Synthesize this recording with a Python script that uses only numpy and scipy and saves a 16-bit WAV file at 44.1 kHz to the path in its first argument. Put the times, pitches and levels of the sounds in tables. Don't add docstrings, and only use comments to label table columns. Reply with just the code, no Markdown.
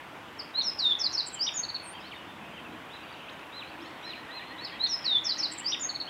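import sys
import numpy as np
from scipy import signal
from scipy.fft import rfft, irfft, next_fast_len
from scipy.io import wavfile
from scipy.ndimage import uniform_filter1d

SR = 44100
rng = np.random.default_rng(int(sys.argv[2]) if len(sys.argv) > 2 else 0)


def store_pcm(level_fs):
    pcm = np.round(np.clip(level_fs, -1, 1) * 32767).astype(np.int16)
    wavfile.write(sys.argv[1], SR, np.atleast_2d(pcm).T)


def how_loud(loudness_db):
    steps = np.asarray(loudness_db, float) / 20
    return 10 ** steps


N = 268569

# time
# after the start in seconds [s], pitch [Hz], level under the syllable's peak [dB].
CHIP = [
    [(0, 5540, -31.5), (0.009, 5350, -9.5), (0.015, 4980, 0), (0.021, 4600, -3), (0.027, 4400, -5.5)],
]
ARCH = [
    [(0, 3680, -23), (0.019, 3920, -3.5), (0.035, 4120, -3.5), (0.049, 4180, 0), (0.06, 4283, -3),
     (0.067, 4175, -5.5), (0.073, 3940, -1.5), (0.081, 3600, -0.5)],
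    [(0.082, 3640, -2), (0.085, 4890, -10.5), (0.089, 7200, -39)],
]
SLIDE = [
    [(0, 8150, -40), (0.013, 7270, -42), (0.025, 5980, -14), (0.043, 5610, -3.5), (0.073, 5262, 0.8),
     (0.097, 5103, -3.5)],
]
TICK = [
    [(-0.004, 4900, -16), (0.001, 5010, -1.5), (0.006, 5400, 0), (0.012, 5800, -5.5)],
]
LONG = [
    [(-0.003, 4500, -13.5), (0.001, 4900, -6), (0.01, 4286, -7.5), (0.03, 4010, -6.5), (0.065, 3680, 0.5),
     (0.105, 3640, -2.5), (0.13, 3450, -1), (0.142, 3260, -19)],
]
WARBLE = [
    [(0, 6160, -32), (0.012, 6010, -10.5), (0.021, 5540, -1.5), (0.03, 5380, 0), (0.038, 5130, 3),
     (0.047, 5020, -6)],
]
PEAK = [
    [(0, 4150, -10), (0.01, 4500, 3.5), (0.017, 5040, 1.5), (0.026, 4220, 1.2), (0.043, 3837, 0.5)],
]
LISP = [
    [(0, 7950, -23), (0.007, 7870, -9), (0.013, 7620, 0.5), (0.019, 6950, -25)],
    [(-0.001, 8320, -24), (0.007, 8560, -13), (0.013, 8860, -20)],
]
DART = [
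    [(0, 10080, -22), (0.005, 7580, -3.5), (0.012, 7190, -4.5)],
]
RISE = [
    [(0, 4770, -24), (0.008, 4510, -10), (0.016, 4570, -6), (0.031, 4910, 1), (0.042, 5150, -1),
     (0.051, 5500, -3), (0.062, 5700, -6), (0.074, 5800, -10)],
]
HOOK = [
    [(0, 4720, -14), (0.005, 2680, -3), (0.009, 3560, -3), (0.016, 3740, -1), (0.022, 3620, 0),
     (0.027, 3100, -3), (0.034, 2200, -9)],
]
STEP = [
    [(-0.006, 6730, -30), (0.004, 6800, -10), (0.016, 6940, -2.5), (0.028, 7020, -2.5), (0.034, 6900, 1.5),
     (0.041, 6380, -2), (0.048, 6330, -2.5), (0.062, 6430, 0), (0.077, 6520, -7)],
]
TRILL = [
    [(0, 4460, -8), (0.004, 4480, -2), (0.008, 4460, 0), (0.012, 4200, -3), (0.017, 3740, -8)],
    [(0.011, 4470, -11), (0.015, 4470, -8), (0.022, 4450, -15)],
]
HOOP = [
    [(0, 10100, -21), (0.019, 9070, -7), (0.044, 8400, -3), (0.069, 8500, 1.5), (0.099, 9030, -4),
     (0.123, 9260, -10.5)],
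]
SAGGING = [
    [(0, 4540, -13), (0.004, 4750, -5), (0.012, 4250, -5.5), (0.03, 3970, -3.5), (0.065, 3714, -2.5),
     (0.105, 3534, 2.5), (0.126, 3420, -9.5), (0.135, 3330, -15)],
]

# time
# after the start in seconds [s], pitch [Hz], level under the call's peak [dB].
BOW = [
    [(0, 3115, -13), (0.011, 3780, -2.5), (0.034, 4067, -1), (0.056, 4160, -1), (0.075, 4060, 3.5),
     (0.091, 3750, -1), (0.106, 3015, -5)],
]
STAIRS = [
    [(0, 6420, -11), (0.016, 6650, -14)],
    [(0.068, 7100, -14), (0.073, 4800, -6), (0.079, 2900, 0)],
]
CLIMB = [
    [(0, 2530, -3), (0.014, 3180, -5), (0.04, 3720, 1.5), (0.064, 4070, -4), (0.075, 3960, 0),
     (0.085, 3640, 4)],
]
DROOP = [
    [(0, 3150, -3), (0.03, 3156, -3), (0.05, 2720, -2), (0.068, 2468, -2)],
]
PLUNGE = [
    [(0, 4300, -18), (0.009, 3130, 3), (0.018, 2500, 1.5), (0.036, 1826, -4)],
]
LEAP = [
    [(0.002, 2430, 5), (0.005, 2550, 5), (0.011, 3100, -1), (0.017, 3750, 3), (0.02, 4500, -13),
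     (0.025, 5600, -16)],
]
CURL = [
    [(0, 3010, 7), (0.013, 2220, 3), (0.023, 2600, -4.5), (0.033, 2240, -5)],
]
KINKED = [
    [(0, 3020, -6), (0.008, 3860, -1), (0.024, 3950, 1), (0.042, 4380, -4), (0.065, 4430, 2),
     (0.085, 4150, 1.5), (0.105, 3660, -2), (0.113, 3220, -11)],
]
SLOPE = [
    [(0, 3100, -6), (0.03, 3450, 0), (0.064, 4300, -4), (0.08, 4400, -1), (0.091, 4320, -10)],
]
SWOOP = [
    [(0, 2770, -13), (0.007, 3020, -1), (0.014, 3240, 0), (0.022, 3340, -1)],
]


def along(points, hz):
    f, v = np.transpose(points)
    return np.interp(np.log(hz + 1), np.log(f + 1), v)


def noise(gain, patchy_db):
    z = signal.stft(rng.standard_normal(N + 512), nperseg=512)[2]
    field = uniform_filter1d(rng.standard_normal(z.shape), size=5, axis=0)
    field = uniform_filter1d(field, size=12, axis=1)
    patchy = signal.istft(z * how_loud(patchy_db * field / field.std()), nperseg=512)[1][:N]
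    m = next_fast_len(N)
    coloured = irfft(rfft(patchy, m) * gain(np.fft.rfftfreq(m, 1 / SR)), m)[:N]
    return coloured / coloured.std()


def flutter(top_hz, depth_db):
    return how_loud(depth_db * noise(lambda hz: hz < top_hz, patchy_db=0.0))


def swell(centre_s, width_s, db):
    return db * np.exp(-((np.arange(N) / SR - centre_s) / width_s) ** 2)


def hump(centre_hz, width_hz):
    return lambda hz: np.exp(-((hz - centre_hz) / width_hz) ** 2)


def valley():
    # frequency [Hz], level [dB per Hz].
    hum_spectrum = [(15, -51.5), (25, -34.5), (70, -10.5), (110, -9), (165, -7.5), (222, -15), (261, -4.5),
                    (436, -8.5), (978, -3.5), (1250, -7.5), (1470, -7.5), (2880, -15), (3980, -25),
                    (6640, -32), (15700, -38.5)]
    # centre [s], width [s], height [dB].
    drone_swells = [
        (2.76, 0.1, 5),
        (3.82, 0.086, 9.5),
        (0.92, 0.22, 1),
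        (5.53, 0.4, 5.5),
    ]
    # centre [s], width [s], height [dB].
    chorus_swells = [
        (1, 0.12, 0),
        (5, 0.32, 0.5),
        (-3.7, 0.4, -2.5),
        (6, 0.13, -9),
    ]

    hum = how_loud(-46) * noise(lambda hz: how_loud(along(hum_spectrum, hz)), patchy_db=0.9)

    vehicle_db = swell(centre_s=2.53, width_s=0.39, db=8.5)
    traffic = how_loud(-60.5 + vehicle_db) * noise(hump(220, 77), patchy_db=0.5)

    drone_db = -61 + sum(swell(*row) for row in drone_swells)
    drone = how_loud(drone_db) * noise(hump(317.3, 26), patchy_db=2.0)

    grows_db_per_s = 0.97
    chorus_db = -56.5 + grows_db_per_s * np.arange(N) / SR + sum(swell(*row) for row in chorus_swells)
    chorus = how_loud(chorus_db) * noise(hump(2685, 1050), patchy_db=3)
    return hum + traffic + drone + chorus


def wood(x, wet_db, onset_s, depth, stir_db):
    # frequency [Hz], time to fall by 60 dB [s].
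    decay = [
        (2000, 0.29),
        (4000, 0.75),
        (6500, 0.61),
        (9000, 0.085),
    ]
    hz, t, z = signal.stft(rng.standard_normal(SR), SR, nperseg=128)
    t60_s = depth * along(decay, hz)[:, None]
    tail = signal.istft(z * how_loud(-60 * t / t60_s), SR, nperseg=128)[1]
    tail *= 1 - np.exp(-np.arange(len(tail)) / SR / onset_s)
    tail *= flutter(200, 1.5)[:len(tail)]
    scatter = signal.fftconvolve(x, tail / np.linalg.norm(tail))[:N]
    return how_loud(wet_db) * flutter(170, stir_db) * scatter


def sung(shape, rows):
    return [np.array(stroke) * [length, pitch, 1] + [s, 0, db]
            for s, db, pitch, length in rows for stroke in shape]


def add_whistle(out, note, edge_s, glide_s, octave_db, warble_hz=0):
    s, hz, db = np.transpose(note)
    i = np.arange(int((s[0] - edge_s) * SR), min(N, int((s[-1] + edge_s) * SR)))
    t = i / SR
    age = t - s[0]
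    pitch = uniform_filter1d(np.interp(t, s, hz), int(glide_s * SR) + 1, mode="nearest")
    warble_fade = np.clip((0.026 - age) / 0.02, 0, 1)
    pitch += warble_hz * np.cos(2 * np.pi * 188 * (age - 0.004)) * warble_fade
    phase = 2 * np.pi * np.cumsum(pitch) / SR

    to_edge_s = np.minimum(age + edge_s, s[-1] + edge_s - t)
    fade = np.sin(np.pi / 2 * np.clip(to_edge_s / (2 * edge_s), 0, 1)) ** 2
    beak_top_hz = 8600
    octave = how_loud(octave_db) / (1 + (2 * pitch / beak_top_hz) ** 20)
    out[i] += fade * how_loud(np.interp(t, s, db)) * (np.sin(phase) + octave * np.sin(2 * phase))


def whistler_notes():
    # call shape, then rows of start [s], peak level [dB], pitch ratio [1], length ratio [1].
    calls = [
        (BOW, [(3.52, -42.5, 0.99, 0.93), (4.024, -41.5, 1, 1), (4.303, -43, 1.008, 1)]),
        (KINKED, [(4.577, -42, 1.001, 1.001)]),
        (SLOPE, [(3.8, -51, 1.001, 1.001)]),
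        (SWOOP, [(6.071, -38, 1.001, 1.001)]),
        (CURL, [(3.62, -44, 1.01, 1.001), (4.132, -45, 1.01, 1.2), (4.41, -49, 1.01, 1.1), (4.694, -49, 1.06, 0.7)]),
        (LEAP, [(3.28, -44, 1.001, 1.001), (3.789, -48, 0.99, 1.05)]),
        (STAIRS, [(3.322, -51, 1, 1), (3.837, -50, 1, 1)]),
        (CLIMB, [(2.885, -47, 1.001, 1.001)]),
        (DROOP, [(1.94, -44.5, 1.01, 0.95), (2.535, -45, 0.995, 0.98)]),
        (PLUNGE, [(2.11, -41, 1.001, 1.001)]),
    ]
    return [note for shape, rows in calls for note in sung(shape, rows)]


def glide_notes():
    # start [s], length [s], first pitch [Hz], last pitch [Hz], peak level [dB].
    glides = [(1.348, 0.053, 3240, 2870, -45.5), (1.997, 0.022, 4820, 5480, -55),
              (2.025, 0.06, 3680, 4600, -52), (2.0, 0.02, 3250, 3600, -56), (2.645, 0.035, 2750, 2500, -50),
              (2.98, 0.013, 2300, 4200, -52), (3.047, 0.007, 2430, 2750, -50),
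              (3.061, 0.007, 2700, 3050, -51), (3.078, 0.007, 2950, 3400, -50),
              (3.095, 0.011, 3350, 3800, -51), (3.133, 0.013, 4600, 3500, -55),
              (3.676, 0.025, 4150, 4570, -55), (4.03, 0.09, 5880, 4500, -59),
              (4.125, 0.07, 4450, 3980, -57), (4.91, 0.03, 6400, 6950, -66),
              (5.159, 0.035, 6180, 7100, -64), (5.571, 0.01, 3500, 2900, -52),
              (5.592, 0.038, 2520, 3230, -46), (5.418, 0.013, 2300, 2900, -46),
              (3.81, 0.012, 4650, 5250, -58), (3.824, 0.014, 5400, 5520, -54),
              (3.87, 0.03, 7100, 7850, -70), (4.675, 0.015, 2700, 3300, -50)]
    return [[(s, hz, db), (s + length, to_hz, db)] for s, length, hz, to_hz, db in glides]


def level_notes():
    # start [s], length [s], pitch [Hz], peak level [dB].
    steady = [(1.822, 0.041, 2580, -52), (1.922, 0.072, 4620, -63), (2.041, 0.044, 3120, -50.5),
              (5.563, 0.013, 3675, -48), (5.638, 0.04, 3070, -48), (2.146, 0.038, 3640, -51.5),
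              (2.158, 0.075, 2910, -53), (2.275, 0.055, 3540, -55), (2.35, 0.035, 3500, -63),
              (2.41, 0.11, 2550, -55), (2.455, 0.022, 3500, -64), (3.088, 0.004, 3750, -52),
              (3.122, 0.008, 4600, -54), (3.034, 0.0085, 4600, -53), (3.188, 0.072, 3070, -55),
              (4.347, 0.042, 2560, -50.5), (4.47, 0.058, 4200, -54.5), (4.727, 0.062, 3253, -48),
              (3.639, 0.046, 4120, -71)]
    return [[(s, hz, db + 1), (s + length, hz, db - 1)] for s, length, hz, db in steady]


def pipe_notes():
    # start [s], peak level [dB].
    pipes = [(3.75, -55), (3.855, -52.5), (3.96, -55), (4.065, -49.5), (4.175, -51), (4.285, -47),
             (4.395, -46.5), (4.505, -47), (4.61, -47.5), (4.72, -48), (4.83, -51.5), (4.941, -51),
             (5.045, -50), (5.16, -52), (5.275, -51), (5.37, -50), (5.5, -52), (5.62, -47.5), (5.745, -50),
             (5.85, -52.5)]
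    first_hz, settles_hz, settle_s, creeps_hz_per_s = 1724, 78.7, 0.37, 29.8
    answer_s, answer_hz, answer_db = 0.05, 109, -6
    notes = []
    for s, db in pipes:
        age = s - pipes[0][0]
        hz = first_hz + settles_hz * (1 - np.exp(-age / settle_s)) + creeps_hz_per_s * age
        pipe = np.array([(s, hz, db + 4.0), (s + 0.041, hz + 190, db + 0.5)])
        notes += [pipe, pipe + [answer_s, answer_hz, answer_db]]
    return notes


def far_birds():
    clear, faint, scattered = np.zeros(N), np.zeros(N), np.zeros(N)
    for note in whistler_notes() + glide_notes() + level_notes() + pipe_notes():
        distance_db = np.clip(-40 - np.max(np.transpose(note)[2]), 0, 12)
        share = distance_db / 80
        clear_db = 10 * np.log10(1.01 - share)
        faint_db = 10 * np.log10(0.01 + share)
        add_whistle(clear, note + np.array([0, 0, clear_db]), edge_s=0.004, glide_s=0.005, octave_db=-40)
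        add_whistle(faint, note + np.array([0, 0, faint_db]), edge_s=0.004, glide_s=0.005, octave_db=-40)
        add_whistle(scattered, note + np.array([0, 0, 0.25 * distance_db]),
                    edge_s=0.006, glide_s=0.005, octave_db=-40)
    torn = noise(lambda hz: hz < 160, patchy_db=0) * faint
    echo = wood(scattered, wet_db=-12, onset_s=0.004, depth=0.85, stir_db=2.5)
    return flutter(90, 1.5) * clear + torn + echo


def bunting():
    # syllable, then rows of start [s], peak level [dB], pitch ratio [1], length ratio [1].
    opening = [
        (CHIP, [(0.383, -31.5, 1.01, 0.99), (4.641, -31, 0.99, 0.67)]),
        (ARCH, [(0.538, -25, 1.01, 0.99), (4.79, -25, 1, 0.96)]),
        (SLIDE, [(0.607, -27, 0.99, 1), (4.86, -27, 1, 1)]),
        (TICK, [(0.786, -31, 0.997, 1.001), (5.043, -33, 0.994, 0.93)]),
        (LONG, [(0.795, -21.5, 0.99, 1)]),
        (SAGGING, [(5.051, -22, 0.99, 1.04)]),
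    ]
    middle = [
        (WARBLE, [(0.983, -27.5, 1, 0.96), (1.118, -29, 1.002, 0.98), (5.235, -27.5, 1.005, 0.96), (5.373, -28, 1.003, 0.9)]),
        (PEAK, [(1.033, -27, 1.025, 1), (1.171, -27.5, 1, 0.92), (5.285, -27.5, 1.008, 0.96), (5.425, -28, 1.001, 0.85)]),
        (LISP, [(1.259, -34.5, 0.99, 1.2), (1.323, -35, 0.97, 1.8), (5.512, -34.5, 0.99, 1.08), (5.575, -32.5, 0.98, 0.98)]),
        (DART, [(1.279, -32, 1.03, 0.85), (1.342, -31.5, 1.03, 1.001), (5.532, -33.5, 1.05, 0.72), (5.594, -31, 1.03, 0.86)]),
    ]
    closing = [
        (RISE, [(1.389, -24.5, 1.001, 0.97), (5.641, -26.5, 1.005, 1.03)]),
        (HOOK, [(1.464, -26, 1.007, 0.96), (5.717, -25.5, 1.005, 1.001)]),
        (STEP, [(1.539, -29.5, 1, 0.96), (5.797, -30.5, 1.012, 0.95)]),
        (TRILL, [(1.63, -30.5, 1, 0.97), (1.688, -29.5, 1.012, 0.95), (1.743, -29.5, 0.985, 1.06), (5.889, -30, 0.993, 1), (5.947, -30.5, 0.98, 1.03), (6.0, -28.5, 0.978, 1)]),
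        (HOOP, [(1.821, -44.5, 1.005, 0.97)]),
    ]
    # first song [dB], second song [dB].
    head_octave_db = (-38.5, -65)
    # delay [s], level [dB].
    trunks = [
        (.0045, -21),
        (.0085, -22),
        (.0115, -19),
        (.021, -17.5),
        (.029, -15),
    ]

    voice = np.zeros(N)
    for shape, rows in opening + middle + closing:
        weaker_db = 0 if shape in (LONG, SAGGING) else 18
        warble_hz = 750 if shape == WARBLE else 0
        for note in sung(shape, rows):
            song = int(note[0, 0] > 3)
            add_whistle(voice, note, edge_s=0.001207, glide_s=0.004,
                        octave_db=head_octave_db[song] - weaker_db, warble_hz=warble_hz)
    near = sum(how_loud(db) * np.roll(voice, int(s * SR)) for s, db in trunks)
    bushes = wood(voice, wet_db=-12.5, onset_s=0.0021, depth=0.07, stir_db=-3.5)
    trees = wood(voice, wet_db=-13.0, onset_s=0.0058, depth=0.57, stir_db=1.5)
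    return voice + uniform_filter1d(near, size=4) + bushes + trees


def scene():
    return (valley() + far_birds() + bunting())[None]


def roll_off(x):
    return signal.sosfilt(signal.butter(12, 15880, fs=SR, output="sos"), x)


def record(dry):
    top_hz = 15850
    mix = irfft(rfft(dry) * (np.fft.rfftfreq(N, 1 / SR) < top_hz), N)
    return roll_off(mix)


dry = scene()
out = record(dry)
store_pcm(out)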